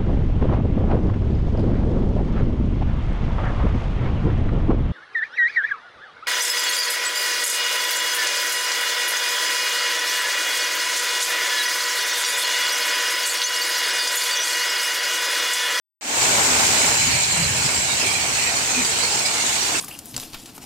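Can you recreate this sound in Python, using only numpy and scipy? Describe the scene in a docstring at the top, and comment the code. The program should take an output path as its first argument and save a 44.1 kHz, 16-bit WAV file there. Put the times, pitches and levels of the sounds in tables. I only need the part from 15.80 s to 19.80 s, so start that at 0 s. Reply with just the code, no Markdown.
"""Braiding machine in a workshop

Dozens of steel spindles jingle as they weave past, heard from just above their ring. Five times
a cycle the horn gears knock the deck and clack against the carriers, while the frame drones on
multiples of the cycle. Clashes, scrapes, thuds and faint whistles poke out of the clatter.
The sound fades in, and the balance shifts as the microphone drifts across."""
import sys
import numpy as np
from scipy import signal
from scipy.fft import rfft, irfft, next_fast_len
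from scipy.io import wavfile
from scipy.ndimage import uniform_filter1d, map_coordinates

SR = 44100
rng = np.random.default_rng(int(sys.argv[2]) if len(sys.argv) > 2 else 0)


def persist_wave(psi):
    """Save psi, clipped to +-1, as 16-bit WAV."""
    counts = np.round(np.clip(psi, -1, 1) * 32767).astype(np.int16)
    wavfile.write(sys.argv[1], SR, np.atleast_2d(counts).T)


N = 176400
TIME = np.arange(N) / SR
CYCLE_HZ, ROOM_T60_S = 14.19, 0.34


# Bright steel colour of the spindles. Each row: frequency in Hz, gain in dB.
SPINDLE_EQ = [(1900, -24.5), (3100, -5.5), (3600, -5), (4300, -3.5), (5000, -5), (5900, -4.5), (6350, -3.5),
              (6800, -1.5), (7500, 0.34), (8200, -3), (9000, -8), (9800, -12), (10400, -20), (11400, -21),
              (13000, -19.5), (14300, -17.5), (15700, -25.5)]
# Spindle fader as the microphone drifts. Each row: time in seconds, level in dB.
SPINDLE_FADER = [(0.4, -21), (0.6, -20), (0.8, -20), (1.07, -20), (1.2, -22.5), (1.5, -24.5), (1.85, -24.5),
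                 (2.05, -25), (2.25, -24.5), (2.85, -25), (3.25, -24.5), (3.5, -25.5), (3.75, -24),
                 (4.0, -25)]
# Drift of the jingle from left to centre. Each row: time in seconds, left over right in dB.
SPINDLE_BALANCE = [(.5, 2), (1.3, 0.1), (2.1, -0.5), (4, -0.5)]
def spindles():
    """Loose spindles tick and clink, hardest once a cycle, and merge into a bright jingle."""
    beats = np.arange(0, N / SR, 1 / 900)  # 900 ticks a second
    jitter, scatter_db = rng.standard_normal((len(beats), 2)).T
    ticks = bursts(impulses(beats + 0.002 * jitter, amp(scatter_db)), t60=0.017, wet_db=11)
    chinks = amp(-9.5) * curve(DEFINITION) * clinks(t60=0.2, scatter_db=7.5, count=2200)
    power = 1 + 0.088 * np.cos(2 * np.pi * CYCLE_HZ * (TIME - 0.02))
    jingle = shimmer((ticks + chinks) * np.sqrt(power), depth_db=2.2, bins=3, frames=16)
    pan = amp(np.array([[0.5], [-0.5]]) * curve(SPINDLE_BALANCE))
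    return amp(curve(SPINDLE_FADER) - 0.5) * pan * radiate(jingle, SPINDLE_EQ)


def clinks(t60, scatter_db, count, low_hz=3811, high_hz=9580):
    """Small steel parts ring briefly, each at its own pitch."""
    t = TIME[:SR // 18]
    onset, pitch, right_phase = rng.random((3, count, 1))
    hz = low_hz * (high_hz / low_hz) ** pitch
    strength = amp(scatter_db * rng.uniform(-1, 1, (count, 1)))
    envelope = strength * amp(-60 * t / t60) * (1 - t / t[-1])
    samples = ((onset * N).astype(int) + np.arange(len(t))).ravel()
    pings = [envelope * np.sin(2 * np.pi * (hz * t + phase)) for phase in (0, right_phase)]
    return unit(np.array([np.bincount(samples, side.ravel(), N)[:N] for side in pings]))


# Accents of the five gear contacts in a cycle. Each row: deck knock in dB, carrier clack in dB.
GEAR_ACCENTS = [(-5, 9), (-1.5, 10), (-6, 12.5), (-2, 4), (-4, 13.5)]
def gear_hits(column, scatter_db, jitter_s):
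    """Gears make contact in a near-even pulse, accented by their place in the cycle."""
    accents_db = np.tile(np.array(GEAR_ACCENTS)[:, column], int(N / SR * CYCLE_HZ + 1))
    beats = 0.001 + np.arange(len(accents_db)) / (CYCLE_HZ * len(GEAR_ACCENTS))
    jitter, scatter = rng.standard_normal((len(beats), 2)).T
    return impulses(beats + jitter_s * jitter, amp(accents_db + scatter_db * scatter))


# Hard upper-mid colour of the carriers. Each row: frequency in Hz, gain in dB.
CARRIER_EQ = [(1060, -26), (1800, -4.5), (2290, 1), (3100, -6), (4030, -44), (6820, -120)]
# Carrier fader as the microphone drifts. Each row: time in seconds, level in dB.
CARRIER_FADER = [(0.4, -28.5), (0.7, -28.5), (1.0, -27.5), (1.3, -29), (1.6, -28.5), (1.85, -30.5),
                 (2.05, -31.5), (2.3, -31), (2.43, -31.5), (2.65, -30), (2.87, -31.5), (3.0, -31.5),
                 (3.12, -32), (3.45, -32.5), (3.7, -31), (4.0, -32.5)]
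def carriers():
    """Carrier feet clack as they are handed from gear to gear."""
    clacks = bursts(gear_hits(column=1, scatter_db=0.5, jitter_s=0.0012), t60=0.19, wet_db=3.5)
    clacks = shimmer(clacks, depth_db=2.27, bins=4, frames=10)
    return amp(curve(CARRIER_FADER)) * radiate(clacks, CARRIER_EQ)


# Midrange body of the deck plate. Each row: frequency in Hz, gain in dB.
DECK_EQ = [(130, -19), (220, -3.5), (253, -2), (286, -2.5), (469, -1.5), (521, -4.5), (584, -0.9), (852, 2),
           (1240, -1.5), (1460, 1), (1800, -2.5), (2340, -20), (3960, -120)]
# Deck fader as the microphone drifts. Each row: time in seconds, level in dB.
DECK_FADER = [(0.4, -26), (0.6, -26), (1.08, -26), (1.2, -31), (1.45, -33), (1.9, -32), (2.1, -32.5),
              (2.23, -33), (2.45, -32.5), (2.9, -32), (3.35, -32.5), (3.55, -32), (4.0, -31)]
def deck():
    """Horn gears knock the deck plate."""
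    knocks = bursts(gear_hits(column=0, scatter_db=1.5, jitter_s=0.0009), t60=0.048, wet_db=10)
    knocks = shimmer(knocks, depth_db=1.27, bins=3, frames=10)
    return amp(curve(DECK_FADER) - 0.5) * radiate(knocks, DECK_EQ)


# Low rumble of the frame. Each row: frequency in Hz, gain in dB.
FRAME_EQ = [(25, -42), (40, -29), (60, -3.5), (85, 0), (120, 3.5), (160, 1), (220, -4.5), (300, -32),
            (480, -90)]
# Partials of the drone. Each row: multiple of the cycle rate, level in dB.
DRONE_PARTIALS = [(4, -23), (6, -10.5), (9, -9), (13, -16), (18, -17.5)]
# Frame fader as the microphone drifts. Each row: time in seconds, level in dB.
FRAME_FADER = [(.25, -58), (.45, -39), (1.15, -38), (1.3, -34), (1.48, -39), (1.62, -30.5), (1.85, -36),
               (1.93, -38.5), (2.45, -39.5), (2.65, -43), (3.1, -41.5), (3.5, -46), (4, -44)]
def frame():
    """The frame rumbles and drones, wavering as parts swing nearer and farther."""
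    rumble = radiate(rng.standard_normal((2, N)) * amp(0.5 * wobble(26)), FRAME_EQ)
    drone = 0
    for multiple, db in DRONE_PARTIALS:
        sway = amp(5 * wobble(5.95))
        phase = 2 * np.pi * multiple * CYCLE_HZ * TIME + 0.5 * wobble(4.33)
        drone += amp(db) * unit(sway * np.sin(phase))
    lean_left = amp([[1.6], [-1.6]])
    return amp(curve(FRAME_FADER)) * (amp(-1) * rumble + lean_left * drone)


# Spindles clashing close by. Each row: start in seconds, level in dB.
SPINDLE_CLASHES = [(.567, -31), (1.273, -32), (1.521, -27), (1.571, -28), (1.858, -24), (1.944, -28),
                   (2.196, -29), (2.264, -25.5), (2.622, -29), (2.767, -29), (3.046, -24.5), (3.388, -29.5),
                   (3.458, -24), (3.694, -27), (3.751, -32), (3.842, -32)]
# Harder knocks on the deck. Each row: start in seconds, level in dB.
DECK_KNOCKS = [(1.108, -29), (1.561, -28.5), (1.879, -28), (2.085, -29.5), (2.228, -27), (2.978, -33),
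               (3.231, -29.5), (3.339, -36), (3.496, -33.5), (3.587, -31), (3.945, -29.5)]
def impacts():
    """Spindle clashes and deck knocks cut through the clatter."""
    return strikes(SPINDLE_CLASHES, SPINDLE_EQ, t60=0.054) + strikes(DECK_KNOCKS, DECK_EQ, t60=0.094)


# Carriers rubbing the track. Each row: peak time in seconds, half-length in seconds,
# pitch in Hz, glide in Hz per second, level in dB.
TRACK_SCRAPES = [(2.107, .035, 2284, 0, -27.5), (2.212, 0.061, 2630, -500, -30.5),
                 (2.295, 0.067, 2327, -1200, -26), (2.363, 0.022, 2400, 0, -30),
                 (2.592, 0.041, 2620, -800, -29.5), (2.676, .05, 2504, -1200, -29),
                 (2.687, 0.037, 1940, 0, -30.5), (2.903, 0.03, 2530, 0, -34), (2.986, 0.058, 2484, 0, -28),
                 (3.25, .03, 2250, 0, -30), (3.463, 0.079, 2290, -500, -31), (3.956, .025, 2720, 0, -28)]
def scrapes():
    """A carrier rubs the track: a broad metallic ring, sometimes sinking as it passes."""
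    out = 0
    for peak, half_length, hz, glide, db in TRACK_SCRAPES:
        tone = rough_tone(hz, width_hz=110, bend_turns=glide * (TIME - peak) ** 2 / 2)
        out += amp(db + 1.3) * tone * bell_curve(peak, half_length)
    return out


# Ringing steel. Each row: peak time in seconds, half-length in seconds, pitch in Hz, level in dB.
STEEL_RINGS = [(1.283, 0.11, 6800, -28), (1.33, .03, 5530, -30), (1.45, .04, 5490, -32),
               (1.53, .05, 4250, -32), (1.525, 0.045, 7450, -28), (1.64, 0.046, 4800, -35),
               (1.86, .04, 4850, -31), (1.86, .035, 7500, -34), (1.96, .04, 7570, -27),
               (2.112, .04, 3800, -32.5), (2.19, 0.094, 6820, -33), (2.215, .04, 5080, -30),
               (2.36, .04, 4100, -37), (2.642, .05, 4430, -35), (2.66, 0.044, 7440, -29),
               (2.77, .05, 7000, -31), (3.057, .04, 4830, -31), (3.21, .04, 3940, -33),
               (3.24, 0.044, 4850, -31), (3.25, .05, 4310, -32), (3.34, .07, 7300, -30.5),
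               (3.352, 0.069, 858, -36), (3.472, .045, 5000, -29.5), (3.62, 0.047, 5950, -32.5),
               (3.78, 0.12, 8780, -43), (3.82, .04, 5870, -29), (3.9, .035, 4390, -37)]
def rings():
    """Now and then a passing spindle rings out of the clatter."""
    return amp(2) * swells(STEEL_RINGS, width_hz=65)


# Hollow thuds. Each row: peak time in seconds, half-length in seconds, pitch in Hz, level in dB.
HOLLOW_THUDS = [(.55, 0.1, 581, -34), (.63, 0.036, 388, -36), (.7, .13, 256, -37.5),
                (1.3, 0.043, 255.6, -31.5), (1.31, 0.071, 128.8, -34), (1.61, 0.032, 170.6, -36),
                (1.66, 0.056, 124.4, -36), (1.66, .06, 85.1, -35), (1.77, 0.049, 100, -33.5),
                (1.86, 0.027, 131.5, -29), (1.98, 0.032, 84.8, -35), (2.04, 0.031, 125, -34),
                (2.26, 0.018, 384, -36), (2.99, 0.045, 253.7, -30), (3.02, .025, 204, -31),
                (3.1, 0.029, 465, -34.5), (3.24, 0.03, 487, -34.5)]
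def thuds():
    """Heavier jolts boom in the frame and deck."""
    return swells(HOLLOW_THUDS, width_hz=12)


# Thin whistles. Each row: start in seconds, end in seconds, pitch in Hz, level in dB.
GUIDE_WHISTLES = [(1.06, 1.89, 6820, -36), (1.1, 1.59, 2280, -33.5)]
def whistles():
    """Faint metallic whistles, likely from dry guides, come and go."""
    out = 0
    for start, end, hz, db in GUIDE_WHISTLES:
        progress = np.clip((TIME - start) / (end - start), 0, 1)
        out += amp(db) * rough_tone(hz, width_hz=45) * np.sqrt(np.abs(np.sin(np.pi * progress)))
    return out


def bursts(hits, t60, wet_db):
    """Every hit sets off a short noise burst and its diffuse echo in the workshop."""
    t = TIME[:SR // 3]
    direct = unit(amp(-60 * t / t60))
    echo = amp(wet_db) * unit(amp(-60 * t / ROOM_T60_S))
    power = signal.fftconvolve(hits ** 2, direct ** 2 + echo ** 2)[:N]
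    return unit(np.sqrt(np.abs(power)) * rng.standard_normal((2, N)))


def strikes(table, eq, t60, rise_s=0.0023):
    """Single blows: a quick attack and a short decay in the colour of the struck part."""
    starts, db = np.transpose(table)
    t = TIME[:SR // 4]
    shape = (1 - np.exp(-t / rise_s)) * amp(-60 * t / t60)
    envelope = signal.fftconvolve(impulses(starts, amp(db)), shape / shape.max())[:N]
    return envelope * radiate(rng.standard_normal((2, N)), eq)


def swells(table, width_hz):
    """A resonance swells and dies away for each row."""
    return sum(amp(db) * rough_tone(hz, width_hz) * bell_curve(peak, half_length)
               for peak, half_length, hz, db in table)


def rough_tone(hz, width_hz, bend_turns=0):
    """A narrow, unsteady resonance in stereo; extra phase bends its pitch."""
    tone = np.exp(2j * np.pi * (hz * TIME + bend_turns))
    mid, side = (np.real((wobble(2 * width_hz) + 1j * wobble(2 * width_hz)) * tone) * gain
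                 for gain in mid_side(hz))
    return port_gains(hz)[:, None] * unit(np.array([mid + side, mid - side]))


# How far single parts stand out of the even roar. Each row: time in seconds, amount from 0 to 1.
DEFINITION = [(1.1, 0.49), (1.2, 0.91)]
def shimmer(x, depth_db, bins, frames):
    """Resonances come and go as the parts move, in patches of bins by frames, at an even level."""
    _, t, spectrum = signal.stft(x, SR, nperseg=1024, noverlap=768)
    patches = rng.standard_normal(spectrum.shape[1:])
    for axis in (0, 1, 0, 1):
        patches = uniform_filter1d(patches, (bins, frames)[axis], axis)
    gain = amp(depth_db * unit(patches) * np.interp(t, *np.transpose(DEFINITION)))
    gain /= np.sqrt(np.mean(gain ** 2, 0))
    return signal.istft(spectrum * gain, nperseg=1024, noverlap=768)[1][:, :N]


def radiate(pair, eq):
    """Colour two noises by the part's body and spread them in stereo; the mono mix has rms 1."""
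    mid, side = filtered(pair, lambda hz: amp(along(eq, hz)) * mid_side(hz))
    stereo = filtered(np.array([mid + side, mid - side]), port_gains)
    return stereo / np.std(stereo.mean(0))


# Stereo image of the machine. Each row: frequency in Hz, left-right correlation.
STEREO_LIKENESS = [(100, 1), (300, 0.89), (600, 0.65), (950, 0.43), (1250, -0.21), (1900, -0.17),
                   (2700, 0.22), (3400, -0.023), (5700, 0.1), (7000, -.05), (12000, 0.052)]
def mid_side(hz):
    """Mid and side gains: narrow in the bass, wide in the treble."""
    angle = np.arccos(np.clip(along(STEREO_LIKENESS, hz), -1, 1)) / 2
    return np.array([np.cos(angle), np.sin(angle)])


# Colour of the two microphone ports. Each row: frequency in Hz, left over right in dB.
PORT_BALANCE = [(100, 3.3), (750, 2.9), (1250, 0.3), (1850, -0.7), (2400, -6.6), (3000, -5.8),
                (3800, -13.7), (4350, -15.7), (5400, -2.0), (6200, 0.0), (6900, 5.0), (7700, 1.7),
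                (8600, -6.4), (9500, -13.9), (10100, -9.4), (10700, -2.5), (11400, 1.5), (12300, 5.8),
                (14200, 9.0), (15500, 8.9)]
def port_gains(hz):
    """The ports tip each frequency left or right at constant power."""
    left = amp(along(PORT_BALANCE, hz))
    return np.array([left, np.ones_like(left)]) * np.sqrt(2) / np.hypot(left, 1)


def amp(db):
    """Decibels to gain."""
    return 10 ** (np.asarray(db) / 20)


def unit(x):
    """Scale to rms 1."""
    return x / np.sqrt(np.mean(x ** 2) + 1e-20)


def along(points, hz):
    """Read a frequency table on a log axis."""
    freqs, values = np.transpose(points)
    return np.interp(np.log(hz + 1), np.log(freqs + 1), values)


def curve(rows):
    """Read a time table at every sample."""
    return np.interp(TIME, *np.transpose(rows))


def bell_curve(peak_s, half_length_s):
    """A smooth swell, 17 dB down at half_length_s either side of its peak."""
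    return np.exp(-2 * ((TIME - peak_s) / half_length_s) ** 2)


def wobble(rate):
    """A smooth random curve, rate knots a second."""
    knots = rng.standard_normal(int(N * rate / SR) + 4)
    return np.interp(TIME, TIME[::64], map_coordinates(knots, [TIME[::64] * rate]))


def filtered(x, response):
    """Filter x by a gain that depends on frequency."""
    size = next_fast_len(N + SR // 4)
    return irfft(rfft(x, size) * response(np.fft.rfftfreq(size, 1 / SR)), size)[..., :N]


def impulses(times, sizes):
    """One-sample hits at the given times."""
    inside = (times >= 0) & (times < (N - 1) / SR)
    return np.bincount((times[inside] * SR).astype(int), sizes[inside], N)


def scene():
    """The running machine, with its passing accents on top."""
    machine = frame() + deck() + carriers() + spindles()
    return machine + impacts() + scrapes() + rings() + thuds() + whistles()


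def record(dry):
    """A moment of silence, a quick fade-in, and the very top of the treble cut away."""
    start_s, top_hz = 0.21, 15850
    fade = (TIME > start_s) * np.clip(0.11 + (TIME - start_s) / 0.24, 0, 1)
    return filtered(dry * fade, lambda hz: hz < top_hz)


dry = scene()
out = record(dry)
persist_wave(out)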